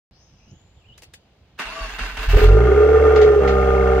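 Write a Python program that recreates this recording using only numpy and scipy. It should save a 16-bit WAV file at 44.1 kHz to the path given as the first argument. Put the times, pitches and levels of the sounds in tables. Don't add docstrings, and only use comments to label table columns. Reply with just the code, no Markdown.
import sys
import numpy as np
from scipy import signal
from scipy.fft import rfft, irfft
from scipy.io import wavfile
from scipy.ndimage import uniform_filter1d, minimum_filter1d

SR = 44100
rng = np.random.default_rng(int(sys.argv[2]) if len(sys.argv) > 2 else 0)


def output_pcm(signal):
    pcm = np.clip(np.atleast_2d(signal).T, -1, 1) * 32767
    wavfile.write(sys.argv[1], SR, np.round(pcm).astype(np.int16))


N = 176400
T = np.arange(N) / SR
FLARE_S = 2.653

# time_s, turns_per_s
CRANK_SPEED = [(2.27, 20), (2.45, 21), (2.49, 21.8), (2.555, 26.3), (2.6, 29), (2.68, 31.6), (2.772, 34.8),
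               (2.908, 36.5), (3.018, 36.9), (3.118, 36.1), (3.348, 34.9), (3.426, 34), (3.526, 33.2),
               (3.886, 32.7), (4, 32.5)]


def amp(db):
    return 10 ** (np.asarray(db) / 20)


def unit(x):
    return x / np.sqrt(np.mean(x ** 2) + 1e-20)


def curve(rows, column=1):
    rows = np.array(rows)
    return np.interp(T, rows[:, 0], rows[:, column])


def colour(x, rows):
    rows, hz = np.array(rows), np.fft.rfftfreq(2 * N, 1 / SR)
    gain_db = np.interp(np.log(hz + 1), np.log(rows[:, 0] + 1), rows[:, 1])
    return irfft(rfft(x, 2 * N) * amp(gain_db))[:N]


def noise():
    return rng.standard_normal(N)


def drift(hz):
    return unit(irfft(rfft(noise()) * (np.fft.rfftfreq(N, 1 / SR) < hz), N))


def ring(x, modes):
    return sum(amp(db) * signal.lfilter(*signal.iirpeak(hz, hz / width, SR), x)
               for hz, width, db in modes)


def bursts(events, spectrum, decay_s, attack_s=0.00145):
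    envelope = sum(amp(db) * np.exp(-abs(T - s) / np.where(T < s, attack_s, decay_s))
                   for s, db in events)
    return unit(colour(noise(), spectrum)) * envelope


def swell(start_s, rise_s, decay_s):
    age_s = np.maximum(T - start_s, 0)
    shape = (1 - np.exp(-age_s / rise_s)) ** 2 * np.exp(-age_s / decay_s)
    return shape / shape.max()


def glide(rows, blur_hz):
    on = (T > rows[0][0]) * (T < rows[-1][0])
    tone = np.sin(2 * np.pi * np.cumsum(curve(rows)) / SR)
    return on * amp(curve(rows, 2)) * (0.5 + drift(blur_hz)) * tone


def scatter(x, decay_s):
    tail = rfft(noise()[:SR] * np.exp(-T[:SR] / decay_s))
    return signal.fftconvolve(x, irfft(tail / abs(tail))[:SR // 2])[:N]


def spread(x):
    # freq_hz, side_minus_mid_db, left_minus_right_db
    image = [(170, -22.5, -1), (400, -7.5, -1), (1190, -8.5, -0.5), (2400, -1, -3), (4800, 2.5, 6.5),
             (15000, -1, 1.5)]
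    side = colour(scatter(x, decay_s=0.011), image)
    left = colour(x + side, [(hz, lean / 2) for hz, _, lean in image])
    right = colour(x - side, [(hz, -lean / 2) for hz, _, lean in image])
    return np.array([left, right])


def direct(x, lag_s=0.00028):
    return np.array([np.interp(T + lag_s / 2, T, x) * amp(-0.9),
                     np.interp(T - lag_s / 2, T, x) * amp(0.38)])


def air(level_db=-56, sway_db=3):
    # freq_hz, gain_db
    spectrum = [(20, -17.5), (65, 4), (170, -6), (250, -13), (750, -17), (1100, -23.5), (2000, -27.5),
                (3000, -25), (6000, -38.5), (9000, -51), (15500, -51)]
    wash = unit(colour(noise(), spectrum))
    rumble = signal.sosfiltfilt(signal.butter(2, 220, fs=SR, output="sos"), wash)
    return amp(level_db) * (wash + rumble * (amp(sway_db * drift(18)) - 1))


def birds():
    # time_s, pitch_hz, level_db
    phrases = [
        [(.12, 4610, -67.5), (.23, 5900, -64.5), (.32, 5590, -70.5), (.52, 5830, -68)],
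        [(.36, 3170, -80), (.4, 2490, -69.5), (.6, 3290, -70)],
        [(.76, 3840, -72.5), (.84, 2330, -65), (.87, 3110, -54), (.92, 2740, -54), (.955, 3940, -62)],
        [(.49, 6570, -70), (.65, 7150, -72.5), (.93, 7300, -83)],
    ]
    blurs_hz = [850, 260, 80, 330]
    song = sum(glide(phrase, hz) for phrase, hz in zip(phrases, blurs_hz))
    return song + amp(-4) * scatter(song, decay_s=0.05)


def cabin_knocks():
    # start_s, level_db
    knocks = [(.32, -55), (.47, -46), (0.512, -44), (0.889, -50)]
    # freq_hz, gain_db
    spectrum = [(25, -10), (65, 5), (170, 0), (1000, -36), (4000, -60)]
    envelope = sum(amp(db) * swell(s, rise_s=0.014, decay_s=0.014) for s, db in knocks)
    return unit(colour(noise(), spectrum)) * envelope


def ignition_clicks():
    # time_s, level_db
    clicks = [(.979, -47), (1.022, -46), (1.034, -48), (1.138, -41.5)]
    # freq_hz, gain_db
    spectrum = [(150, -45), (250, -14), (427, 0.5), (1460, -10), (1790, -2.5), (6420, -9), (15500, -20)]
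    return bursts(clicks, spectrum, decay_s=0.0094)


def heat_shield():
    # time_s, level_db
    rattles = [(3.16, -30), (3.216, -30), (3.477, -30.5)]
    # freq_hz, gain_db
    spectrum = [(500, -26.5), (2000, 13), (7000, -9.5), (9000, -33), (16000, -29.5)]
    return bursts(rattles, spectrum, decay_s=0.026)


def starter(tooth_decay_s=0.0043, uneven_db=1.5):
    # time_s, grind_db, fizz_db
    levels = [(1.578, -57, -90), (1.588, -40, -53), (1.594, -25, -56), (1.63, -33.5, -65),
              (1.7, -37.5, -81), (1.9, -36.5, -66), (1.979, -40, -60), (1.988, -29, -69), (2.04, -32, -76),
              (2.07, -34.5, -61), (2.166, -39.5, -62), (2.174, -29.5, -61), (2.2, -32.5, -62),
              (2.237, -29, -50), (2.284, -37.5, -59.5), (2.301, -26.5, -46.5), (2.333, -30, -50.5),
              (2.44, -28.5, -45.5), (2.5, -37, -65.5), (2.6, -45.5, -81)]
    # time_s, teeth_per_s, whine_db
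    gear = [(1.58, 90, -55), (1.68, 128, -43), (1.725, 158, -40.5), (1.77, 167, -37), (1.85, 160, -36.5),
            (1.92, 146, -59), (2.03, 142, -45), (2.2, 136, -70)]
    # freq_hz, gain_db
    grind_spectrum = [(88, -41), (150, -13), (280, -8), (442, -27), (503, -25.5), (638, -6), (700, -9),
                      (1540, -4.5), (2180, -7.5), (2720, -10), (12000, -40.5), (15600, -64.5)]
    # freq_hz, width_hz, gain_db
    grind_modes = [(437, 24, 0), (970, 87, -3.5), (1532, 70, 3), (2698, 69, 5)]
    # tooth_rate_multiple, relative_db
    partials = [(7, 1), (28, -12.5), (34, -17.5), (42, -20.5), (67, -26)]
    # freq_hz, width_hz, gain_db
    housing_modes = [(651, 16, 25)]
    # freq_hz, gain_db
    fizz_spectrum = [(1000, -63.5), (9000, -21.5), (12000, 5), (13800, 13), (15500, 7.5)]
    # time_s, pitch_hz, level_db
    whistle = [(1.83, 4900, -60), (1.89, 6000, -55), (1.965, 7200, -56)]
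    teeth = np.cumsum(curve(gear)) / SR
    tooth_age_s = teeth % 1 / curve(gear)
    tooth_gain = amp(uneven_db * noise()[teeth.astype(int)])
    bite = tooth_gain * (0.94 + np.exp(-tooth_age_s / tooth_decay_s))
    grind = unit(colour(bite * noise(), grind_spectrum))
    grind += amp(-3.5) * unit(ring(bite * noise(), grind_modes))
    whine = sum(amp(db + 3.5 * drift(70)) * np.sin(k * (2 * np.pi * teeth + 0.035 * drift(90)))
                for k, db in partials)
    whine_gain = amp(curve(gear, 2))
    housing = ring((teeth % 1 + noise() / 2) * whine_gain, housing_modes)
    fizz = unit(colour(bite * noise(), fizz_spectrum)) * amp(curve(levels, 2))
    cranking = unit(grind) * amp(curve(levels)) + whine * whine_gain + housing + fizz
    return (T > levels[0][0]) * cranking + glide(whistle, blur_hz=130)


def silencer_throb(pitch_hz=41.6):
    # start_s, level_db
    puffs = [(1.65, -36), (1.805, -24), (1.921, -34), (2.005, -21), (2.119, -30.5), (2.181, -21.5)]
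    return -sum(amp(db) * swell(s, rise_s=0.0068, decay_s=0.049) * np.sin(2 * np.pi * pitch_hz * (T - s))
                for s, db in puffs)


def chugs(turns, start_turn=0.72, peak_s=0.0062, start_hz=2060, rise_hz_per_s=12000):
    age_s = (turns - start_turn) % 1 / curve(CRANK_SPEED)
    envelope = (age_s / peak_s) ** 2 * np.exp(1 - (age_s / peak_s) ** 2)
    jet = np.sin(2 * np.pi * np.cumsum(start_hz + rise_hz_per_s * age_s) / SR)
    return envelope * (1 + drift(170) / 2) * jet


def barks():
    # time_s, level_db
    events = [(2.333, -34), (2.369, -19.5), (3.415, -21)]
    # freq_hz, gain_db
    spectrum = [(150, -24.5), (430, 5.5), (1500, -26.5), (8000, -53.5)]
    return bursts(events, spectrum, decay_s=0.02)


def firing_pulses(turns, jitter_s=0.00006, uneven_db=1):
    # strength_db, delay_s
    cylinders = [(-0.5, 0), (-0.5, .00025), (-1, -.0001), (-3.5, .00035)]
    at = np.flatnonzero(np.diff(np.floor(2 * turns)))
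    strength_db, delay_s = np.array(cylinders)[np.arange(len(at)) % len(cylinders)].T
    timing_error, strength_error = rng.standard_normal((len(at), 2)).T
    at += np.round((delay_s + jitter_s * timing_error) * SR).astype(int)
    pulses = np.zeros(N)
    pulses[np.clip(at, 0, N - 1)] = amp(strength_db + uneven_db * strength_error)
    return pulses


def exhaust(turns, puff_decay_s=0.013, roughness=0.72, lope_db=4.5, lope_peak_turn=1.27):
    # time_s, hum_db, rasp_db
    levels = [(2.32, -84, -71), (2.335, -16, -27.5), (2.375, -15.5, -26), (2.42, -13, -25),
              (2.49, -16.5, -25), (2.53, -10.5, -26.5), (2.62, -14, -23.5), (2.85, -21.5, -25),
              (3.12, -21.5, -22), (3.25, -17.5, -24), (3.4, -21.5, -32), (3.425, -25.5, -23),
              (3.55, -30, -24.5)]
    # freq_hz, width_hz, gain_db
    hum_modes = [(124.2, 11.6, 10.5), (422, 16.7, 10)]
    # freq_hz, width_hz, gain_db
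    rasp_modes = [(278.4, 51, -9), (584.3, 50, -2.5), (1222, 20.9, 8), (1386, 34.7, 5.5), (1793, 14, 0.5),
                  (2704, 13, -3.5), (3270, 44, -3.5)]
    # freq_hz, width_hz, gain_db
    lope_mode = [(754, 48.4, -2.5)]
    # freq_hz, gain_db
    rasp_tilt = [(50, -23), (230, -10), (300, 16), (2800, -7), (3600, -21.5), (8000, -41), (16000, -32.5)]
    # freq_hz, gain_db
    gas_spectrum = [(40, 20), (230, 1), (400, 5), (1000, 10), (2000, 3.5), (3000, -5.5), (4000, -16.5),
                    (6300, -15), (8500, -26.5), (15500, -27.5)]
    lit, running = T > levels[0][0], T > FLARE_S
    pulses = firing_pulses(turns)
    flow = 0.31 + unit(signal.lfilter([1], [1, -np.exp(-1 / (puff_decay_s * SR))], pulses))
    drive = unit(pulses) + roughness * unit(flow * noise())
    hum = colour(ring(drive, hum_modes), [(100, -23), (300, 6.5), (520, -2), (1000, -21.5)])
    hum *= amp(curve(levels)) / hum[running].std()
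    lope = amp(lope_db * np.cos(np.pi * (turns - lope_peak_turn)))
    rasp = colour(ring(drive, rasp_modes) + lope * ring(drive, lope_mode), rasp_tilt)
    rasp /= rasp[running].std()
    rasp_gain = amp(curve(levels, 2))
    gas = unit(colour((0.47 + flow) * noise(), gas_spectrum))
    gas *= amp(-38) * np.sqrt(rasp_gain / rasp_gain[running].mean())
    low = lit * hum + barks()
    high = lit * ((rasp + amp(-9.5) * chugs(turns)) * rasp_gain + gas)
    return direct(low) + spread(high)


def engine_drone(turns, settle_s=3.37, fade_s=0.089, pipe_lag_s=0.00289, waver_db=1.5, waver_hz=21.3):
    # time_s, level_db
    boom_levels = [(2.26, -43), (2.278, -15.5), (2.325, -15), (2.36, -2.5), (2.395, -25), (2.435, -9),
                   (2.48, -7.5), (2.53, -7.5), (2.59, -13.5), (2.63, -14), (2.85, -21), (3.02, -18),
                   (3.35, -24), (3.53, -19), (4, -19)]
    overtones_db = [-9.5, -20.5]
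    # crank_multiple, flare_db, idle_db
    orders = [(4, -41, -34.5), (6, -54, -31), (10, -37.5, -46), (10.5, -30.5, -56), (12, -14, -21),
              (13, -23.5, -51.5), (14, -32, -20.5), (16, -30, -62.5), (18, -46, -27.5),
              (22.5, -61.5, -30.5), (24, -57.5, -39), (37.16, -52.5, -39.5), (41.7, -67, -41)]
    flare = np.clip((T - FLARE_S) / fade_s, 0, 1)
    idle = np.clip((T - settle_s) / fade_s, 0, 1)
    firing_rad = 2 * np.pi * 2 * turns
    overtones = sum(amp(db) * np.cos(k * firing_rad + (k - 1) * np.pi / 2)
                    for k, db in enumerate(overtones_db, start=2))
    boom = np.cos(firing_rad) + (1 - flare) * overtones
    boom *= (T > boom_levels[0][0]) * amp(curve(boom_levels))
    lagged_turns = np.interp(T - pipe_lag_s, T, turns)
    tones = np.zeros(N)
    for multiple, flare_db, idle_db in orders:
        gain = amp(flare_db) * (1 - idle) + amp(idle_db) * idle
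        tone = np.cos(np.pi * round(2 * multiple) * lagged_turns)
        tones += gain * amp(waver_db * drift(waver_hz)) * tone
    return np.sqrt(2) * direct(boom + flare * tones)


def scene():
    turns = np.cumsum(curve(CRANK_SPEED) * (T > CRANK_SPEED[0][0])) / SR
    engine = engine_drone(turns) + exhaust(turns) + direct(silencer_throb())
    car_parts = starter() + ignition_clicks() + cabin_knocks() + heat_shield()
    return engine + spread(car_parts + birds() + air())


def record(dry, silence_s=0.111, fade_out_s=0.004, cutoff_hz=15850):
    headroom = 1 / np.maximum(abs(dry).max(0), 1)
    limiter_gain = uniform_filter1d(minimum_filter1d(headroom, size=600), size=600)
    dry = signal.sosfilt(signal.butter(1, 8, "high", fs=SR, output="sos"), dry)
    gate = (T > silence_s) * np.minimum((T[-1] - T) / fade_out_s, 1)
    lowpass = signal.firwin(511, cutoff_hz, window=("kaiser", 9), fs=SR)
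    return signal.oaconvolve(dry * limiter_gain * gate, lowpass[None], "same")


dry = scene()
out = record(dry)
output_pcm(out)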